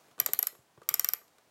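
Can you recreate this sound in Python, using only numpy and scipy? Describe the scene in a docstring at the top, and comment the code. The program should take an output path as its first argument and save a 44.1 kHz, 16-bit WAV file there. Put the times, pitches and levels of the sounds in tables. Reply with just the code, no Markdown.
"""In a quiet room, close by, a flip clock is wound forward by hand in two runs of six flaps.
Each plastic flap slips off its catch, slaps the stack of flaps and makes the case ring.
The setting wheel knocks softly in between. Near walls echo, over a faint hum and hiss."""
import sys
import numpy as np
from scipy import signal
from scipy.fft import rfft, irfft
from scipy.io import wavfile

SR = 44100
rng = np.random.default_rng(int(sys.argv[2]) if len(sys.argv) > 2 else 0)


def store_pcm(level_fs):
    """Save levels as 16-bit WAV."""
    pcm = np.round(np.clip(level_fs, -1, 1) * 32767).astype(np.int16)
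    wavfile.write(sys.argv[1], SR, np.atleast_2d(pcm).T)


N = 66150
T = np.arange(SR // 5) / SR  # time axis of one short sound, in seconds
HZ = np.fft.rfftfreq(len(T), 1 / SR)  # its frequency axis


def amp(db):
    """Turn decibels into a gain."""
    return 10 ** (np.asarray(db) / 20)


def curve_at(points, hz):
    """Read a curve of (f/Hz, value) points, joined by straight lines on a log frequency axis."""
    freqs, values = np.transpose(points)
    return np.interp(np.log(hz + 1), np.log(freqs + 1), values)


def same_energy(x):
    """Scale a short sound to the energy of 5 ms at a steady level of 1."""
    return x / np.sqrt(np.sum(x ** 2) / (.005 * SR) + 1e-20)


def fade(t60, delay=0, rise=.0002):
    """A loudness shape that waits, rises quickly, then drops 60 dB every t60 seconds."""
    t = np.maximum(T - delay, 0)
    return (1 - np.exp(-t / rise)) * amp(-60 * t / t60)


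def rattle(shape):
    """The force of many tiny random contacts, following a loudness shape."""
    return shape * rng.standard_normal(len(T))


def ring(force, tones, pitch=1):
    """A struck part rings at its own tones; the narrower a tone, the longer it lasts."""
    spectrum = rfft(force)
    sound = np.zeros(len(T))
    for k, (centre, width, db) in enumerate(tones):
        resonance = 1j * HZ / ((centre * pitch) ** 2 - HZ ** 2 + 1j * HZ * width)
        tone = same_energy(irfft(spectrum * resonance, len(T)))
        sound += (-1) ** k * amp(db) * tone  # every other tone is flipped in sign
    return same_energy(sound)


def snap(force, colour):
    """A force heard with a broad tone colour and no pitch."""
    sound = irfft(rfft(force) * amp(curve_at(colour, HZ)), len(T))
    return same_energy(sound * (T < T[-1] / 2))


def add(track, start_s, x):
    """Mix a sound into a track at a given time."""
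    part = track[round(start_s * SR):][:len(x)]
    part += x[:len(part)]


def in_room(x, spill=0):
    """Add wall echoes and a fading tail to a sound; the spill is heard only through those echoes."""
    # how long the tail takes to drop 60 dB: f/Hz, t/s
    tail_times = [(150, 0.7), (1200, 0.21), (4000, 0.21), (8000, 0.48), (12000, 0.27), (16000, 0.2)]
    # strength of the tail: f/Hz, level/dB
    tail_levels = [(100, -7.5), (400, -6.5), (1200, -7.5), (2500, -6), (4200, -11), (5600, -20),
                   (8000, -20), (10000, -22.5), (12000, -17.5), (13600, -26), (14600, -19), (16000, -15.5)]
    # echoes from near walls: delay/s, level/dB
    walls = [(0.0122, -24), (0.011, -31.5), (.0203, -32)]
    hz, t, noise = signal.stft(rng.standard_normal(SR // 2), SR, nperseg=256)
    t60 = curve_at(tail_times, hz)[:, None]
    gain = amp(curve_at(tail_levels, hz))[:, None]
    gain *= np.sqrt(2 * np.log(1000) / (t60 * SR))  # a longer tail gets no extra energy
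    tail = signal.istft(noise * gain * amp(-60 * t / t60), SR, nperseg=256)[1]
    age = np.arange(len(tail)) / SR
    echo = tail * (1 - np.exp(-(age / 0.0086) ** 2))  # the tail takes a moment to build
    for delay, db in walls:
        scatter = rattle(fade(t60=0.0036))
        add(echo, delay, amp(db) * scatter / np.linalg.norm(scatter))
    heard = signal.fftconvolve(x + spill, echo)
    add(heard, 0, x)
    return heard


def room_noise():
    """A faint hum and hiss, a little louder at the start."""
    # tone colour of the noise: f/Hz, relative level/dB
    colour = [(15, -53), (25, -26), (102, -7), (591, -4.5), (659, -1.5), (936, -6), (1020, -4.5),
              (1190, -7), (2910, -13.5), (6050, -16), (6920, -16.5), (14800, -23), (16000, -18)]
    # its loudness over time: t/s, level/dB
    loudness = [(0, -63), (.12, -64.5), (.2, -70.5), (.7, -68.5), (1.5, -67.5)]
    gain = amp(curve_at(colour, np.fft.rfftfreq(N, 1 / SR)))
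    noise = irfft(rfft(rng.standard_normal(N)) * gain, N)
    level_db = np.interp(np.arange(N) / SR, *np.transpose(loudness))
    return noise / noise.std() * amp(level_db)


def wheel_knocks():
    """The setting wheel and drum take up their slack with soft knocks: a push and a short rattle."""
    # the knocks: t/s, then level/dB of the thump, hollow knock, clack and tick
    knocks = [(.083, -76, -61, -67, -71), (.112, -67, -71, -64.5, -65), (0.18, -65.5, -54, -52.5, -61),
              (.190, -61.5, -51, -54, -53.5), (.213, -51.5, -54, -65, -58.5), (.252, -71, -54, -70, -69.5),
              (0.2873, -59, -41, -52, -45.5), (0.341, -61, -63, -54, -56.5), (0.527, -73, -57, -70, -72),
              (.551, -79, -58, -60, -63), (0.589, -59.5, -82.5, -73, -79.5), (0.7761, -55, -55.5, -63, -80),
              (0.8171, -74.5, -52, -53, -64), (0.832, -73, -69.5, -74, -62.5), (0.91, -55.5, -51, -49, -57),
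              (1.214, -75.5, -62, -58.5, -88), (1.279, -79.5, -76, -75, -65), (1.383, -86, -63.5, -63, -62)]
    # tones of those four parts, from low to high: f/Hz, width/Hz, relative level/dB
    thump = [(75, 25, -10), (138, 43, 1), (213, 180, -7.5)]
    hollow = [(345.6, 38, -4), (411, 57, 3), (516, 250, 3.5)]
    clack = [(858, 200, -7), (1177, 40, 7.5), (1450, 200, 3), (1983, 250, -3)]
    tick = [(2200, 1100, -0.5), (4170, 2200, 0.5), (7100, 2000, -0.5), (12400, 2200, -6.5)]
    push_s = 0.00012  # time for the smooth push to reach its peak
    push = 2.5 * T / push_s * np.exp(-T / push_s)
    out = np.zeros(N)
    for start, *levels in knocks:
        force = push + rattle(fade(t60=0.026, rise=0.00032))
        parts = zip(levels, (thump, hollow, clack, tick))
        knock = sum(amp(db) * ring(force, tones) for db, tones in parts)
        add(out, start, in_room(knock))
    return out


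def falling_flaps():
    """Each flap scrapes off its catch, slaps the stack and settles; case and housing ring along."""
    # the flaps: t/s, flight time/ms, slap fade time/ms,
    # level/dB of the bright, middle and low ring, of the case and of the thud, then pitch factor
    flaps = [(0.1996, 1.56, 5, -18.5, -32, -30, -33.5, -43.5, 1.018),
             (0.261, 0.58, 13, -23.5, -29, -36.5, -34.5, -42, 1.02),
             (0.3335, 0.83, 4.8, -21, -31, -40, -37, -48, 1.022),
             (0.3897, 1.36, 5, -19.5, -36, -39, -40, -45.5, 1.005),
             (0.4271, 0.99, 5.5, -22, -33.5, -40, -40.5, -47, 1.0),
             (0.4692, 0.76, 11, -24, -34, -41, -40, -57, 0.973),
             (0.889, 1.1, 7.6, -21.5, -29, -32, -33.5, -51.5, 1.036),
             (0.9405, 0.88, 12.6, -20.5, -30, -32, -36, -47.5, 1.0),
             (0.9949, 1.0, 5.3, -21, -29, -29.5, -35, -50, 1.014),
             (1.0447, 0.56, 11.7, -22.5, -32.5, -30, -35, -53, 1.014),
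             (1.0873, 1.04, 3, -22.5, -36, -30.5, -39, -53.5, 1.015),
             (1.1345, 1, 4, -22.5, -38, -37, -38, -49, 1.01)]
    # tones of a flap, in three groups: f/Hz, width/Hz, relative level/dB
    bright = [(11100, 450, -7), (11514, 350, 0.5), (12090, 796, 7), (12920, 960, 9.5), (13340, 760, 7.5),
              (13800, 400, -12.5), (15900, 600, -18)]
    middle = [(7000, 260, 1.5), (8000, 320, -0.5), (8770, 230, -7)]
    low = [(4890, 280, -6), (5550, 210, 7), (6340, 340, -12.5)]
    # tones of the case and of the hollow housing: f/Hz, width/Hz, relative level/dB
    case_tones = [(1211.5, 78, -0.5), (1524, 150, -1.5), (1947, 230, 1.5), (2400, 410, 1),
                  (3014, 180, -2.5), (3770, 389, -2), (4730, 170, -2.5)]
    housing_tones = [(449, 130, -4.5), (700, 130, -1), (930, 140, -3.5)]
    # the slap's crack, and the hiss the flap faces throw into the room: f/Hz, relative level/dB
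    crack_colour = [(200, -30.5), (600, -3), (1200, -4), (3000, -1.5), (9000, -6.5), (16000, -8)]
    spill_colour = [(2000, -17.5), (4500, -5.5), (6300, -3), (9500, 0.5), (14500, -0.5), (16000, -1.5)]
    chatter_t60_s, spike_width_s = .016, .000012
    out = np.zeros(N)
    for start, flight_ms, slap_ms, bright_db, middle_db, low_db, case_db, thud_db, pitch in flaps:
        flight = flight_ms / 1000
        scrape = amp(2.5) * fade(chatter_t60_s) * (T < flight)
        slap = fade(slap_ms / 1000, delay=flight)
        settle = amp(-10.5) * fade(chatter_t60_s, delay=flight)
        contact = scrape + slap + settle
        spike = 4.34 * np.exp(-((T - flight) / spike_width_s) ** 2 / 2)  # the slap's hard first instant
        groups = [(bright_db, bright), (middle_db, middle), (low_db, low)]
        flap = sum(amp(db) * ring(spike + rattle(contact), tones, pitch) for db, tones in groups)
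        case = ring(spike + rattle(fade(t60=0.029)), case_tones)  # the stack shakes the case
        crack = amp(-8.5) * snap(spike + rattle(contact), crack_colour)
        thud = ring(rattle(fade(t60=0.019, delay=.0028)), housing_tones)
        spill = amp(middle_db + 6.5) * snap(spike + rattle(contact), spill_colour)
        direct = flap + amp(case_db) * (case + crack) + amp(thud_db) * thud
        add(out, start, in_room(direct, spill))
    return out


def scene():
    """The clock in its room, on one channel."""
    return (falling_flaps() + wheel_knocks() + room_noise())[None]


def record(dry):
    """The small microphone thins the bass, and the recorder cuts the very highest treble."""
    low_cut_hz, top_hz = 44, 16000
    thin = signal.sosfilt(signal.butter(2, low_cut_hz, "high", fs=SR, output="sos"), dry)
    return signal.sosfiltfilt(signal.butter(12, top_hz, fs=SR, output="sos"), thin)


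dry = scene()
out = record(dry)
store_pcm(out)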